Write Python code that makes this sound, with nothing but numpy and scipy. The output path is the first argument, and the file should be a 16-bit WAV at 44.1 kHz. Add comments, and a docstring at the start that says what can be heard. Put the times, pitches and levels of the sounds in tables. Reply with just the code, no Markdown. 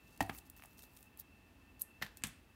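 """Beetles on bark and leaf litter in a plastic tub, one microphone close by in a quiet room.
At the start, handling knocks the tub and sets it ringing. Light taps on the wood follow, while the dry
litter ticks and rustles under the crawling beetles. At 1.8 s one tiny high squeak slips out; at 2 s the
plastic creaks, then snaps, and the thin wall wobbles. A low room rumble and a thin, wavering appliance
whine lie underneath throughout."""
import sys
import numpy as np
from scipy import signal
from scipy.fft import rfft, irfft, next_fast_len
from scipy.io import wavfile
from scipy.ndimage import map_coordinates

SR = 44100
rng = np.random.default_rng(int(sys.argv[2]) if len(sys.argv) > 2 else 0)


def unload_audio(sound):
    """Save the sound as a 16-bit wav file, at the path given as the first command line argument."""
    columns = np.transpose(np.atleast_2d(sound))
    # keep every value between -1 and 1, then stretch to whole-number steps
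    steps = np.round(np.clip(columns, -1, 1) * 32767)
    wavfile.write(sys.argv[1], SR, steps.astype(np.int16))


N = 112454


def litter():
    """Dry leaves and bark under the beetles, close up: single ticks over swells of tiny grains."""
    # single ticks (time [s], level [dB], tilt [dB/octave])
    ticks = [(.176, -36.5, -1), (0.2095, -17.5, -5), (.2135, -23, -8), (.2248, -28, -2), (0.2279, -25, 4),
             (.2638, -38, 5), (0.295, -46, -8), (0.3863, -27, 0), (0.4996, -24.5, 6.5), (.5648, -37, 8),
             (.638, -31.5, 7), (0.658, -34, 2), (0.7921, -33.5, -4), (.8225, -33.5, -1.5), (.8322, -28, 12),
             (0.8371, -36, -5), (.9667, -34, 2.5), (0.9716, -34.5, -1.5), (.989, -46, -5),
             (1.028, -34, 1.5), (1.1743, -30.5, 8), (1.7953, -39, 3.5), (2.1717, -26.5, 0.5)]
    # spectrum of a tick (frequency [Hz], level [dB])
    tick_colour = [(300, -23), (2200, -3), (3800, 3.5), (6000, 1), (9000, 7), (13000, 6), (16000, 4)]
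    # swells (peak time [s], 20 dB rise [s], 20 dB fall [s], level [dB], tilt [dB/octave])
    rustles = [(.14, 0.17, 0.056, -67.5, -3.5), (.228, 0.048, .05, -57.5, -6.5),
               (0.297, 0.011, 0.01, -54.5, 2.5), (0.371, 0.087, 0.046, -56.5, 1),
               (.47, 0.033, 0.016, -64.5, -1), (.568, .006, 0.069, -62.5, 0), (.645, 0.034, 0.15, -68.5, 0),
               (.735, 0.082, .04, -74.5, 3), (0.782, 0.013, 0.058, -60.5, -3),
               (0.837, 0.018, 0.038, -59.5, 1.5), (.99, 0.14, 0.12, -64, 2.5),
               (1.199, 0.014, 0.021, -46.5, 1), (1.796, 0.0046, 0.018, -56.5, 2.5),
               (1.817, 0.012, 0.011, -46.5, 1), (2.174, 0.0098, 0.033, -65, 0)]
    # spectrum of a rustle (frequency [Hz], level [dB])
    rustle_colour = [(300, -4), (2200, -23.5), (3800, -4.5), (6000, -2.5), (9500, -2.5), (13200, 2.5),
                     (16000, 0)]
    x, t, stream = np.zeros(N), np.arange(N) / SR, grains()
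    for s, db, tilt_db in ticks:
        tick = crack(t60=0.011, grit=1.8) + echoes(early_db=-5.5, early_t60=0.021, late_db=-13)
        add(x, s, amp(db) * coloured(tick, tick_colour, tilt_db))
    for s, rise, fall, db, tilt_db in rustles:
        swell_db = -20 * np.where(t < s, (s - t) / rise, (t - s) / fall) ** 1.72
        x += coloured(amp(db + swell_db) * stream, rustle_colour, tilt_db)
    return x


def grains(per_s=5000, spread_db=3.6, life_s=0.00018):
    """The stuff of a rustle: a dense stream of tiny pings, each with its own pitch and size."""
    where, pitch, rank = rng.random((int(per_s * N / SR), 3)).T[:, :, None]
    k = np.arange(SR // 400)
    size = amp(-spread_db * np.log(rank + 0.0028))  # many faint, a few loud
    pings = size * np.exp(-k / SR / life_s) * np.sin(np.pi * pitch * k)
    samples = (where * N).astype(int) + k
    return unit(np.bincount(samples.ravel(), pings.ravel(), N)[:N])


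def taps():
    """Light dry contacts with the wood."""
    # taps (time [s], level [dB], tilt [dB/octave])
    contacts = [(.3488, -30, 7), (.5715, -40, 2.5), (.5968, -37.5, 0.5), (.6228, -32.5, 4),
                (.637, -32.5, 0), (.6497, -33.5, -5)]
    # spectrum of a tap (frequency [Hz], level [dB])
    colour = [(150, -22), (450, -12), (800, 0), (1600, -1), (2800, -4), (4000, -16), (12000, -24)]
    x = np.zeros(N)
    for s, db, tilt_db in contacts:
        tap = crack(t60=0.006, grit=1.1) + echoes(early_db=-11, early_t60=0.05, late_db=-12)
        add(x, s, amp(db) * coloured(tap, colour, tilt_db))
    return x


def squeak(peak_s=1.8193, peak_hz=11650, chirp_db=-10, sweep_db=-40.5):
    """A tiny scrape sweeps upward and ends in a very short, high chirp that echoes in the tub."""
    # spectrum of the chirp's echoes (frequency [Hz], level [dB])
    echo_colour = [(2000, -38), (3700, -25), (7400, -11), (8700, -3), (10200, -6), (11400, 6), (12300, -4),
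                   (13200, 2), (14300, -16), (16000, -29)]
    octaves_per_s, rise_s, width_s = 290, 0.0025, 0.00037
    undertone_hz, undertone_db = 8470, -13
    t = np.arange(N) / SR - peak_s
    glide_hz = peak_hz * 2 ** (octaves_per_s * np.minimum(t, 0)) * (1 + 0.12 * wobble(4000))
    envelope = np.exp(np.minimum(t / rise_s, -t / width_s))
    sweep = envelope * np.sin(2 * np.pi * np.cumsum(glide_hz) / SR) * wobble(2000)
    tones = np.sin(2 * np.pi * peak_hz * t) + amp(undertone_db) * np.sin(2 * np.pi * undertone_hz * t)
    chirp = np.exp(-np.abs(t) / width_s) * tones
    x = amp(chirp_db) * chirp / np.linalg.norm(chirp) + amp(sweep_db) * sweep
    tail = echoes(early_db=-7.5, early_t60=0.045, late_db=-19.5)
    add(x, peak_s, amp(chirp_db) * coloured(tail, echo_colour))
    return x


def knocks():
    """Handling noise near the microphone: dull contacts that ring the tub."""
    # knocks (time [s], contact level [dB], tilt [dB/octave], ring level [dB])
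    contacts = [(0.2059, -14.5, 7.5, -17.5), (0.2086, -12.5, -3.5, -36), (0.2263, -26.5, 6.5, -46),
                (0.2954, -17, -1.5, -42.5), (.2978, -16.5, 1.5, -44.5)]
    # spectrum of a contact (frequency [Hz], level [dB])
    colour = [(50, -28), (150, 7), (330, 2.5), (500, -4.5), (850, 4), (1800, -1), (2700, -2.5),
              (3800, -15.5), (7000, -25), (15000, -31.5)]
    # the tub's ring (frequency [Hz], level [dB], t60 [s])
    modes = [(62.5, -28, 0.5), (101.7, -23.5, 0.29), (167, -30, .14), (287, -14, 0.076), (687, -25, 0.22),
             (768, -19.5, .12), (817, 2, .018), (880, -29, 0.037), (1370, -23.5, 0.04), (1857, -6, 0.021),
             (2665, -20, 0.03)]
    x, body = np.zeros(N), np.zeros(N)
    for s, db, tilt_db, ring_db in contacts:
        blow = crack(t60=0.0073, grit=1.46) + echoes(early_db=-9.5, early_t60=0.097, late_db=-13)
        add(x, s, amp(db) * coloured(blow, colour, tilt_db))
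        add(body, s, amp(ring_db) * ring(modes, attack_s=0.0012))
    tail = signal.fftconvolve(body, echoes(early_db=-9, early_t60=0.096, late_db=-14.5))[:N]
    return x + body + tail


def snaps():
    """The handled plastic pops stiffly, and each pop echoes."""
    # pops (time [s], level [dB], tilt [dB/octave])
    pops = [(2.2211, -38.5, -2.5), (2.2374, -9.5, 0.5), (2.2701, -23.5, 8.5)]
    # spectrum of the direct sound (frequency [Hz], level [dB])
    colour = [(60, -3), (200, -1), (350, -9), (600, -15), (1100, -7), (1750, 8.5), (2500, 0), (4200, -1.5),
              (5500, -5.5), (7000, 4), (8300, 6), (9500, -21), (11500, -5), (15000, -24)]
    # smoother spectrum of the echoes (frequency [Hz], level [dB])
    echo_colour = [(100, -3), (500, -8), (1000, -1), (1800, 5.5), (3500, -0.5), (5500, -8), (8200, -3),
                   (9500, -5), (12000, -10), (15000, -12)]
    x = np.zeros(N)
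    for s, db, tilt_db in pops:
        add(x, s, amp(db) * coloured(crack(t60=0.0074, grit=2.1), colour, tilt_db))
        tail = echoes(early_db=-3.5, early_t60=0.081, late_db=-9)
        add(x, s, amp(db) * coloured(tail, echo_colour, tilt_db))
    return x


def creak():
    """A quick run of slips in the plastic makes one short creak."""
    # slips (time [s], level [dB], tilt [dB/octave], t60 [s])
    slips = [(2.0146, -31, 1.5, 0.016), (2.0165, -22.5, -12, 0.0063), (2.021, -25, 0.5, .004),
             (2.023, -17.5, 4, .012), (2.0253, -13, 2.5, 0.016), (2.0307, -20, 3, 0.016),
             (2.0332, -21.5, -2.5, 0.021), (2.042, -30, 2, 0.0073), (2.0486, -30, 6, .004),
             (2.0644, -28, 3, 0.03)]
    # spectrum of a slip (frequency [Hz], level [dB])
    colour = [(80, -9), (400, -8.5), (580, -7.5), (750, 3), (900, -1.5), (1350, 0), (1750, 9.5),
              (2300, -2.5), (3800, -5), (6000, -15), (9500, -23.5), (12500, -17), (15500, -26)]
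    x = np.zeros(N)
    for s, db, tilt_db, t60 in slips:
        slip = crack(t60, grit=1.5) + echoes(early_db=-10, early_t60=0.094, late_db=-12.5)
        add(x, s, amp(db) * coloured(slip, colour, tilt_db))
    return x


def wall():
    """The tub's thin wall flexes at a jolt and gives a low wobble."""
    # jolts (time [s], level [dB])
    flexes = [(0.2954, -50), (2.029, -44.5), (2.241, -39.5), (2.273, -48.5)]
    # the wall's ring (frequency [Hz], level [dB], t60 [s])
    modes = [(55.5, -15, 0.35), (109.7, -7.5, 0.16), (154.8, -3.5, 0.11), (205, -0.5, 0.094),
             (247, -51, .08)]
    x = np.zeros(N)
    for s, db in flexes:
        add(x, s, amp(db) * ring(modes, attack_s=0.0014))
    return x


def echoes(early_db, early_t60, late_db, onset_s=0.00074):
    """Quick echoes between the tub's walls, then the tail of the room beyond."""
    # the room's decay (frequency [Hz], t60 [s])
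    room_t60 = [(100, 0.25), (300, 0.67), (800, 0.35), (2000, 0.35), (5000, 0.37), (9000, 0.32),
                (15000, 0.2)]
    hz, t, spectra = signal.stft(rng.standard_normal(SR // 2), SR, nperseg=256)
    decay = amp(-60 * t / along(room_t60, hz)[:, None])
    late = signal.istft(spectra * decay, SR, nperseg=256)[1][:SR // 2]
    t = np.arange(len(late)) / SR
    early = rng.standard_normal(len(t)) * amp(-60 * t / early_t60)
    both = amp(early_db) * early / np.linalg.norm(early) + amp(late_db) * late / np.linalg.norm(late)
    return both * (1 - np.exp(-t / onset_s))


def appliance(whine_hz=2669, drift_hz=9.15, flutter_db=1.05):
    """An appliance in the background: narrow bands of hum and a thin whine that comes and goes."""
    # hum bands (frequency [Hz], level [dB], width [Hz])
    bands = [(78.1, -77, 11.75), (249.6, -82, 11), (855, -85.5, 14), (1794, -82.5, 20), (2652, -75, 53)]
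    # course of the whine (time [s], level [dB])
    whine_levels = [(0, -75.5), (.85, -78), (1.1, -96), (1.35, -75.5), (1.55, -104), (1.82, -78),
                    (1.97, -70), (2.02, -80), (2.55, -94)]
    hum, t = np.zeros(N), np.arange(N) / SR
    for hz, db, width_hz in bands:
        phase = 2 * np.pi * hz * t
        hum += amp(db) * unit(wobble(width_hz) * np.cos(phase) + wobble(width_hz) * np.sin(phase))
    pitch_hz = whine_hz + drift_hz * wobble(18)
    whine = unit(np.sin(2 * np.pi * np.cumsum(pitch_hz) / SR))
    whine_db = np.interp(t, *np.transpose(whine_levels)) + flutter_db * wobble(15)
    return hum + amp(whine_db) * whine


def room_tone(level_db=-64.5):
    """The quiet room around the tub: steady low rumble and faint hiss."""
    # spectrum of the room tone (frequency [Hz], level [dB])
    colour = [(15, -56), (28, -8), (50, 1.5), (82, 0.5), (150, -7), (277, -4.5), (330, -10), (530, -17),
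              (750, -16), (1560, -20.5), (1750, -20), (2350, -23), (2620, -15.5), (2950, -23.5),
              (6400, -32.5), (9000, -33.5), (13000, -32.5), (16000, -32)]
    return amp(level_db) * unit(coloured(rng.standard_normal(N + SR), colour)[SR:])


def crack(t60, grit):
    """A push followed by a brief gritty decay, of unit energy."""
    t = np.arange(SR // 2) / SR
    x = rng.standard_normal(len(t)) * amp(-60 * t / t60)
    x *= grit / np.linalg.norm(x)
    x[0] = 1
    return x / np.linalg.norm(x)


def ring(modes, attack_s):
    """Damped modes of a struck body."""
    t = np.arange(SR // 2) / SR
    tones = sum(amp(db - 60 * t / t60) * np.sin(2 * np.pi * hz * t) for hz, db, t60 in modes)
    return tones * (1 - np.exp(-t / attack_s))


def coloured(x, colour, tilt_db=0, size=4096):
    """x through a causal filter of unit energy, tilted by tilt_db per octave above 500 Hz."""
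    hz = np.fft.rfftfreq(size, 1 / SR)
    gain_db = along(colour, hz) + tilt_db * np.log2(np.maximum(hz, 500) / 500)
    cepstrum = irfft(np.log(amp(gain_db)))
    cepstrum[1:size // 2] *= 2  # fold to minimum phase, so attacks stay sharp
    cepstrum[size // 2 + 1:] = 0
    kernel = irfft(np.exp(rfft(cepstrum)))
    return signal.fftconvolve(x, kernel / np.linalg.norm(kernel))[:len(x)]


def wobble(rate):
    """A smooth random curve of rms 1, rate knots a second."""
    return unit(map_coordinates(rng.standard_normal(1024), [np.arange(N) * rate / SR], mode="wrap"))


def along(points, hz):
    """Interpolate (frequency [Hz], value) points on a log frequency axis."""
    knots_hz, values = np.transpose(points)
    return np.interp(np.log(hz + 1), np.log(knots_hz + 1), values)


def amp(db):
    """Decibels to gain."""
    return 10 ** (np.asarray(db) / 20)


def unit(x):
    """Scaled to rms 1."""
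    return x / np.sqrt(np.mean(x ** 2) + 1e-20)


def add(track, s, sound):
    """Mix a sound in at s seconds."""
    part = track[round(s * SR):][:len(sound)]
    part += sound[:len(part)]


def scene():
    """The tub close to one microphone, the room behind it."""
    tub = knocks() + taps() + snaps() + creak() + wall() + litter() + squeak()
    return (tub + room_tone() + appliance())[None]


def record(dry):
    """The recorder rolls off the deepest bass and keeps nothing above its band limit."""
    low_cut_hz, top_hz, edge_hz = 38, 15800, 500
    dry = signal.sosfilt(signal.butter(4, low_cut_hz, "high", fs=SR, output="sos"), dry)
    size = next_fast_len(N + SR // 2)
    passband = np.clip((top_hz - np.fft.rfftfreq(size, 1 / SR)) / edge_hz + 0.5, 0, 1)
    return irfft(rfft(dry, size) * passband, size)[..., :N]


dry = scene()
out = record(dry)
unload_audio(out)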